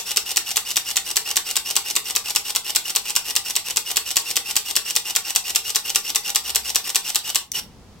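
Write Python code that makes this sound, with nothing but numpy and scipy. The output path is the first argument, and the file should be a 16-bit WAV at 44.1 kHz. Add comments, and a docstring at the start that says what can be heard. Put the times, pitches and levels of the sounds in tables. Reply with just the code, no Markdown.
"""A mirrorless camera with no lens fires its focal-plane shutter five times a second, close by in a small room.
For each frame a whining motor winds and latches the springs, the first curtain snaps away, and the second
slams shut and bounces. Later a catch lets go and the motor winds the shutter open.
Hits are short bursts of noise coloured by the camera body; the motor is a wavering tone over grainy noise.
Behind it lie rumble and hiss made of filtered noise, and a low humming tone."""
import sys
import numpy as np
from scipy import signal
from scipy.fft import rfft, irfft
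from scipy.io import wavfile
from scipy.ndimage import uniform_filter1d, map_coordinates

SR = 44100
rng = np.random.default_rng(int(sys.argv[2]) if len(sys.argv) > 2 else 0)


def to_wav(sig):
    """Store sig (one row per channel, or 1-D mono) as 16-bit WAV at the path in sys.argv[1].

    Samples outside -1..1 are clipped; the rate is SR.
    """
    pcm = np.clip(np.atleast_2d(sig), -1, 1) * 32767
    pcm = np.round(pcm).astype(np.int16)
    wavfile.write(sys.argv[1], SR, pcm.T)  # frames by channels


N = 352800

# Timing: the beat has one more slam, a frame before the first one named here
FIRST_SLAM_S, FRAME_S, FRAME_COUNT = .1711, .1996, 37
# how far the slams run behind the even beat: t/s, lateness/ms
DRIFT = [(.17, -0.2), (.77, -2), (1.37, -1), (2.36, -6.5), (2.86, -6), (3.16, -2.5), (3.56, -1),
         (3.77, 6.5), (4.37, 4), (5.66, -1.93), (6.36, -0.5), (7.36, -0.1)]
MOTOR_AFTER_S, LATCH_AFTER_S = 0.076, .1453  # from a slam to the next motor start and spring latch
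STOP_S, KNOCK_RISE_S = 0.00397, 0.0016  # from slam to cushioned stop; rise of the case's knock
OPEN_AFTER_S = .019  # from the catch to the opening stroke

# Hits: extra strength of each group, added to the levels in its table
SLAM_DB, BOUNCE_DB, LATCH_DB = -0.45, 1.07, -0.4
# metal contacts; t60 is the time to fade by 60 dB
# first curtain leaving: t/s from the slam, level/dB, t60/s
FIRST_CONTACTS = [(-.0099, -15, 0.0126), (-.0090, -18, 0.01), (-.0072, -16, .02), (-.0010, -41, .01)]
# second curtain slamming shut: t/s from the slam, level/dB, t60/s
SECOND_CONTACTS = [(0, -2.03, 0.0099), (.0008, -8, 0.013), (.0017, -10.5, 0.01)]
# second curtain bouncing: t/s from the slam, level/dB, t60/s
BOUNCE_CONTACTS = [(.0049, -18, 0.011), (.0058, -13.5, 0.016), (.0073, -18, 0.0135)]
# springs latching: t/s from the latch, level/dB, t60/s
LATCH_CONTACTS = [(-.0245, -21, 0.017), (-.0088, -16, 0.0122), (-.0018, -15, 0.013), (.0005, -17, 0.012)]
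# catch letting go: t/s in the scene, level/dB, t60/s
CATCH_CONTACTS = [(7.5172, -19, 0.01), (7.5185, -12.5, 0.0067)]

# Colour of each part before the body shapes it; only the relative levels matter
# first curtain: f/Hz, level/dB per Hz
FIRST_TONE = [(60, -25), (430, -19), (900, -17.5), (1600, -18.5), (2800, -6.5), (4200, -3.5), (5700, -8),
              (7600, -5), (9500, -10), (12000, -8), (15500, -11.5)]
# second curtain: f/Hz, level/dB per Hz
SECOND_TONE = [(60, -79), (430, -20.5), (1000, -20), (2100, -22.5), (2900, -4.5), (3800, -17), (4900, -8),
               (5600, -1.5), (6200, -4), (7200, -3.5), (8500, -6), (9500, -16.5), (12000, -11),
               (15500, -18)]
# bounce: f/Hz, level/dB per Hz
BOUNCE_TONE = [(60, -16.5), (430, -23.5), (1100, -8), (2000, -3.5), (2800, -2.5), (4000, 0), (5700, -4.5),
               (7000, -10), (8500, -5.5), (9600, -3.5), (13000, -13), (15500, -20.5)]
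# latch: f/Hz, level/dB per Hz
LATCH_TONE = [(60, -22), (430, -16.5), (800, -9.5), (1600, -23), (2200, -7.5), (3050, -5.5), (4300, -5),
              (5300, -2), (5950, 0), (7000, -3.5), (8400, -1.5), (9700, -8), (12200, -8), (15500, -19.5)]
# catch: f/Hz, level/dB per Hz
CATCH_TONE = [(200, -40), (1400, -39), (2000, -13), (2700, -24.5), (3400, -16.5), (4500, -15), (5600, -6.5),
              (6150, 2), (6800, -14.5), (8500, -10), (15000, -14)]
# gear noise: f/Hz, level/dB per Hz
GEAR_TONE = [(60, -21.5), (430, -11.5), (800, -11), (1600, -8), (2300, -5.5), (3000, -4), (4300, -3.5),
             (5800, -1.5), (7000, -5.5), (8300, -2.5), (9700, -7.5), (12200, -4.5), (15500, -10)]
# peaks and hollows on the way from the open lens mount to the microphone: f/Hz, width/Hz, level/dB
BODY = [(199, 65, -4.5), (394, 54, 1), (590, 62, -5), (693, 23.1, -6), (805, 64, 2.5), (1180, 46, 1),
        (1278, 41, -5.5), (1657, 115, -3.5), (2260, 120, -3.5), (3520, 100, 1), (3970, 99, -1),
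        (5520, 110, 3), (6490, 154, -6.5), (10360, 320, -7)]
# ringing modes of the camera's case: f/Hz, level/dB, t60/s
CASE_MODES = [(338.5, -7, 0.07), (435, 0.5, 0.041), (638, -5, 0.034), (824, -12.5, 0.076), (935, -14, 0.02),
              (1206, -1, 0.07), (1450, -5.5, 0.094), (2077, -10, 0.057)]
BASS_CUT_HZ, TOP_HZ = 197, 15900  # so small a body radiates little bass; upper band limit

# Motor strokes: rise, moment of heaviest load and running time (attack, load, length)/s,
# share of speed lacking at the start (slow), levels of whine and gear noise (whine, rasp)/dB
# winding the springs
COCKING_STROKE = dict(attack_s=.018, load_s=.044, length_s=.075, slow=.22, whine_db=-30.5, rasp_db=-32.5)
# winding the shutter open
OPENING_STROKE = dict(attack_s=0.014, load_s=.04, length_s=0.061, slow=0.0098, whine_db=-25.5, rasp_db=-29.5)
FREE_MESH_HZ, SAG_HZ, LOAD_WIDTH_S = 2988, 239, 0.0161  # free-running gear pitch, its dip under load
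SPIN_UP_S = .017  # how quickly the motor comes up to speed
ATTACK_DB, STOP_T60_S = 13, 0.029  # swell at the start; fade after the motor stops
WHINE_FADE_DB, RASP_GROWTH_DB = 4, 4  # as the springs tighten, whine gives way to rasp
# how strongly the gears radiate each overtone: f/Hz, level/dB
OVERTONES = [(2450, -13), (2680, -4.5), (2830, 1.5), (3100, -4), (5100, -2.5), (5550, -3), (6200, 0),
             (7600, -35.5), (8400, -12.5), (11500, -19.5)]

# Left and right
# likeness of the two sides for hits and gear noise: f/Hz, likeness 0-1
ALIKE = [(100, 1), (1500, 1), (2300, 0.77), (2900, 0.98), (4000, 0.39), (6000, 0.91), (7500, 0.59),
         (9000, 0.19), (12000, 0.42), (14000, 0.19)]
# left level minus right level: f/Hz, difference/dB
BALANCE = [(1000, -0.1), (2050, 1), (2550, -4.5), (3350, 1), (3800, -1), (5300, 0.5), (6100, 0.5),
           (6650, 7), (7300, 2), (8050, -2), (9000, 2), (11500, 1), (14500, 2.5)]

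# Room
# how long its echoes last: f/Hz, t60/s
ROOM_T60 = [(200, 0.2), (450, 0.27), (850, 0.301), (1500, 0.19), (2800, 0.23), (4500, 0.2), (8000, 0.19),
            (15000, 0.19)]
# colour of its echoes: f/Hz, relative level/dB
ROOM_TONE = [(100, -3), (400, 4.5), (800, 6), (2200, 3), (2850, 0.5), (3500, 3.5), (4700, 2.5), (5600, 0),
             (6300, -1.5), (8000, 1), (15000, 1)]
# likeness of the two sides of its echoes: f/Hz, likeness 0-1
ROOM_ALIKE = [(300, 0.96), (1200, 0.77), (2300, 0.343), (4500, .05)]
# colour of its rumble and hiss: f/Hz, relative level/dB per Hz
AIR_TONE = [(12, -29), (20, 8.5), (27, -6.5), (66, 0.5), (144, -2.5), (219, -1), (298, -10), (491, -11.5),
            (581, -15), (1040, -16), (1580, -23.5), (5380, -24.5), (15500, -40)]
AIR_DB = -56  # before the rise
RISE_DB, RISE_AT_S, RISE_S = 9.5, 7.45, 0.17  # lifts air and hum alike after the burst
HUM_HZ, HUM_DB, HUM_WAVER_DB = 64, -67, 3  # level before waver, swell and rise
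HUM_SWELL_DB, HUM_SWELL_AT_S, HUM_SWELL_S = 12, 6.64, 0.25

SHOT, LEAD = SR // 2, SR // 7  # samples that hold one frame's sound; of them, before the slam
CLOCK = (np.arange(SHOT) - LEAD) / SR  # seconds from the slam


def amp(db):
    """Turn decibels into gain."""
    return 10 ** (np.asarray(db) / 20)


def unit(x):
    """Scale to an average strength (rms) of 1."""
    return x / np.sqrt(np.mean(x ** 2) + 1e-20)


def along(points, hz):
    """Read a table of (frequency, value) with the frequency on a log axis."""
    f, v = np.transpose(points)
    return np.interp(np.log(hz + 1), np.log(f), v)


def bins(size):
    """Frequencies in the spectrum of a sound of size samples."""
    return np.fft.rfftfreq(size, 1 / SR)


def wobble(rate, size):
    """A smooth random curve through rate random points a second."""
    points = rng.standard_normal(int(size * rate / SR) + 4)
    return map_coordinates(points, [np.arange(size) * rate / SR])


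def even(pair, size):
    """Level out the random peaks of a noise spectrum over size bins."""
    z = rfft(pair)
    power = np.abs(uniform_filter1d(np.abs(z) ** 2, size=size, axis=1))
    return irfft(z / np.sqrt(power))


def spread(pair, alike):
    """Mix two unrelated signals into left and right with a given likeness."""
    turn = np.arccos(np.clip(along(alike, bins(pair.shape[1])), -1, 1)) / 2
    mid, side = rfft(pair) * [np.cos(turn), np.sin(turn)]
    return irfft([mid + side, mid - side])


def add(track, sound, s):
    """Mix a sound into the track from time s on, cutting off what lies outside."""
    start = round(s * SR)
    lo, hi = max(start, 0), min(start + sound.shape[1], N)
    track[:, lo:hi] += sound[:, lo - start:hi - start]


def background():
    """Rumble and hiss of filtered noise under a low wavering hum; the hum swells once, and both rise late."""
    t = np.arange(N) / SR
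    air = irfft(rfft(rng.standard_normal((2, N))) * amp(along(AIR_TONE, bins(N))))
    air = unit(spread(air, [(100, 0.89), (1000, 0.74), (4000, 0.18)]))  # f/Hz, likeness
    hum = unit(np.sin(2 * np.pi * HUM_HZ * t + .8 * wobble(10, N)))
    swell = np.exp(-((t - HUM_SWELL_AT_S) / HUM_SWELL_S) ** 2)
    hum_db = HUM_DB + HUM_WAVER_DB * wobble(3, N) + HUM_SWELL_DB * swell
    risen = np.clip((t - RISE_AT_S) / RISE_S, 0, 1)
    return amp(RISE_DB * risen) * (amp(AIR_DB) * air + amp(hum_db) * hum)


def slam_times():
    """An even beat that drifts by a few milliseconds, already under way at the start."""
    beat = FIRST_SLAM_S + FRAME_S * np.arange(-1, FRAME_COUNT)
    return beat + np.interp(beat, *np.transpose(DRIFT)) / 1000


def through_body(tone):
    """Filter from a part through the body to each side, of unit power, reacting only after a hit."""
    hz = bins(SHOT)
    db = along(tone, hz) + sum(g / (1 + ((hz - f) / w) ** 4) for f, w, g in BODY)
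    db = db - 10 * np.log10(1 + (BASS_CUT_HZ / (hz + 20)) ** 4)
    sides_db = db + np.outer([.5, -.5], along(BALANCE, hz))
    gain = unit(amp(sides_db) * np.where(hz < TOP_HZ, 1, .1))
    # folding the cepstrum (spectrum of the log spectrum) puts the response after the hit
    cepstrum = irfft(np.log(gain))
    cepstrum[:, 1:SHOT // 2] *= 2
    cepstrum[:, SHOT // 2:] = 0
    return np.exp(rfft(cepstrum))


def ring(t60):
    """Thin blades have many evenly strong modes, so they ring like noise that dies in milliseconds."""
    fade = amp(-60 * np.arange(SR // 10) / SR / t60)
    burst = even(rng.standard_normal((2, len(fade))) * fade, size=31)
    strength = np.sqrt(np.mean(fade ** 2))
    return spread(unit(burst) * strength, ALIKE)[:, :len(fade) // 2]


def part(contacts, tone, fresh, scatter_s, scatter_db):
    """A moving part: gives a function that strikes it; fresh is the share of each hit's power that is new."""
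    response = through_body(tone)
    usual_rings = [ring(t60) for _, _, t60 in contacts]

    def strike(shift=0):
        """Hit every contact, with small random changes of time and level."""
        out = np.zeros((2, SHOT))
        for (s, db, t60), usual in zip(contacts, usual_rings):
            blow = np.sqrt(1 - fresh) * usual + np.sqrt(fresh) * ring(t60)
            start = LEAD + round((s + shift + scatter_s * rng.standard_normal()) * SR)
            level = amp(db + scatter_db * rng.standard_normal())
            out[:, start:start + blow.shape[1]] += level * blow
        return irfft(rfft(out) * response)
    return strike


def knock(s, db, soft_hz, scatter_db=2):
    """A blow at time s rings the case, alike on both sides; a cushioned one weakens modes above soft_hz."""
    t = np.maximum(CLOCK - s, 0)
    modes = 0
    for hz, level, t60 in CASE_MODES:
        fade = amp(level + scatter_db * rng.standard_normal() - 60 * t / t60)
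        modes = modes + fade * np.cos(2 * np.pi * hz * t) / np.sqrt(1 + (hz / soft_hz) ** 4)
    return amp(db) * modes * (1 - np.exp(-t / KNOCK_RISE_S))


def room_tail(build_s=0.0046):
    """Blurred echoes of the room: noise in which each frequency dies at its own speed."""
    hz, t, z = signal.stft(rng.standard_normal((2, SHOT)), SR, nperseg=256)
    fading = z * amp(-60 * t / along(ROOM_T60, hz)[:, None])
    tail = signal.istft(fading, SR, nperseg=256)[1][:, :SHOT]
    age = np.arange(SHOT) / SR
    window = (1 - np.exp(-(age / build_s) ** 2)) * (age < age[-1] * 3 / 4)
    tail = irfft(rfft(even(tail * window, size=41)) * amp(along(ROOM_TONE, bins(SHOT))))
    return spread(unit(tail), ROOM_ALIKE) * window / np.sqrt(SHOT)


def in_room(sound, walls, wet_db, moved):
    """Add echoes; the hand shifts the camera a little, so a share (moved) of their power is new each time."""
    tail = np.sqrt(1 - moved) * walls + np.sqrt(moved) * room_tail()
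    return sound + amp(wet_db) * signal.fftconvolve(sound, tail, axes=1)[:, :SHOT]


def motor(age, stroke, gears, waver, flutter_db, grain_db):
    """The motor spins up, slows against the springs and stops; gear teeth mesh in a whine over grainy rasp."""
    speed = 1 - stroke["slow"] * np.exp(-(age / SPIN_UP_S) ** 2)
    load = np.exp(-((age - stroke["load_s"]) / LOAD_WIDTH_S) ** 2)
    mesh_hz = FREE_MESH_HZ * speed - SAG_HZ * load
    rising = np.clip(1 - age / stroke["attack_s"], 0, 1)
    stopped_s = np.maximum(age - stroke["length_s"], 0)
    drive = amp(-ATTACK_DB * rising - 60 * stopped_s / STOP_T60_S) * (age > 0)

    phase = 2 * np.pi * np.cumsum(mesh_hz * (1 + waver * wobble(497.6, SHOT))) / SR
    side_phase = phase + np.array([[.45], [0]])  # left runs ahead, in radians
    whine = 0
    for k in range(1, 5):  # the gear pitch and three overtones
        level_db = along(OVERTONES, k * mesh_hz) + flutter_db * wobble(297.0, SHOT)
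        whine = whine + amp(level_db) * np.sin(k * side_phase)
    whine = whine * amp([[-.7], [.7]])  # a little louder on the right

    teeth = rng.standard_normal((2, SHOT)) * amp(grain_db * wobble(1500, SHOT))
    rasp = irfft(rfft(spread(unit(teeth), ALIKE)) * gears)
    tension = np.clip(age / stroke["length_s"], 0, 1)
    whine_db = stroke["whine_db"] - WHINE_FADE_DB * tension
    rasp_db = stroke["rasp_db"] + RASP_GROWTH_DB * tension
    return drive * (amp(whine_db) * whine + amp(rasp_db) * rasp)


def burst(track, walls, gears):
    """Wind, latch, release, slam and bounce for every frame; each slam sets the next winding's time."""
    first = part(FIRST_CONTACTS, FIRST_TONE, fresh=0.49, scatter_s=.00001, scatter_db=0.1)
    second = part(SECOND_CONTACTS, SECOND_TONE, fresh=0.14, scatter_s=.00001, scatter_db=1.5)
    bounce = part(BOUNCE_CONTACTS, BOUNCE_TONE, fresh=0.88, scatter_s=.00015, scatter_db=1.0)
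    latch = part(LATCH_CONTACTS, LATCH_TONE, fresh=0.71, scatter_s=.0003, scatter_db=1.0)
    slams = slam_times()
    gaps_s = np.diff(slams, prepend=slams[0] - FRAME_S)  # since the slam before
    for s, gap_s in zip(slams, gaps_s):
        motor_age = CLOCK + gap_s - MOTOR_AFTER_S
        winding = motor(motor_age, COCKING_STROKE, gears, waver=0.0257, flutter_db=3.5, grain_db=4.0)
        latch_s = LATCH_AFTER_S - gap_s  # counted from this frame's slam
        latching = amp(LATCH_DB) * latch(latch_s) + knock(latch_s, db=-45.5, soft_hz=2000)
        landing = amp(SLAM_DB) * second() + amp(BOUNCE_DB) * bounce()
        landing = landing + knock(STOP_S, db=-33, soft_hz=700)
        frame = winding + latching + first() + landing
        add(track, in_room(frame, walls, wet_db=-6.5, moved=0.67), s + CLOCK[0])


def opening(track, walls, gears):
    """A catch lets go with a click, then the motor winds the shutter open."""
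    catch = part(CATCH_CONTACTS, CATCH_TONE, fresh=0, scatter_s=0, scatter_db=0)
    release_s = CATCH_CONTACTS[0][0]
    motor_age = CLOCK - OPEN_AFTER_S
    winding = motor(motor_age, OPENING_STROKE, gears, waver=0.0184, flutter_db=5.5, grain_db=2.0)
    sound = catch(-release_s) + winding
    add(track, in_room(sound, walls, wet_db=-8.5, moved=0.62), release_s + CLOCK[0])


def shutter():
    """The burst and the opening share one track, one room and one gear train."""
    track, walls, gears = np.zeros((2, N)), room_tail(), through_body(GEAR_TONE)
    burst(track, walls, gears)
    opening(track, walls, gears)
    return track


def scene():
    """The shutter over the quiet room."""
    return shutter() + background()


def record(dry, top=0.88):
    """Round off peaks towards top, let left lead by half a sample, and pass nothing above the band limit."""
    squeezed = dry / (1 + np.abs(dry / top) ** 4) ** (1 / 4)
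    early = np.exp(1j * np.pi * np.outer([.5, -.5], bins(N)) / SR)
    return irfft(rfft(squeezed) * early * (bins(N) < TOP_HZ), N)


dry = scene()
out = record(dry)
to_wav(out)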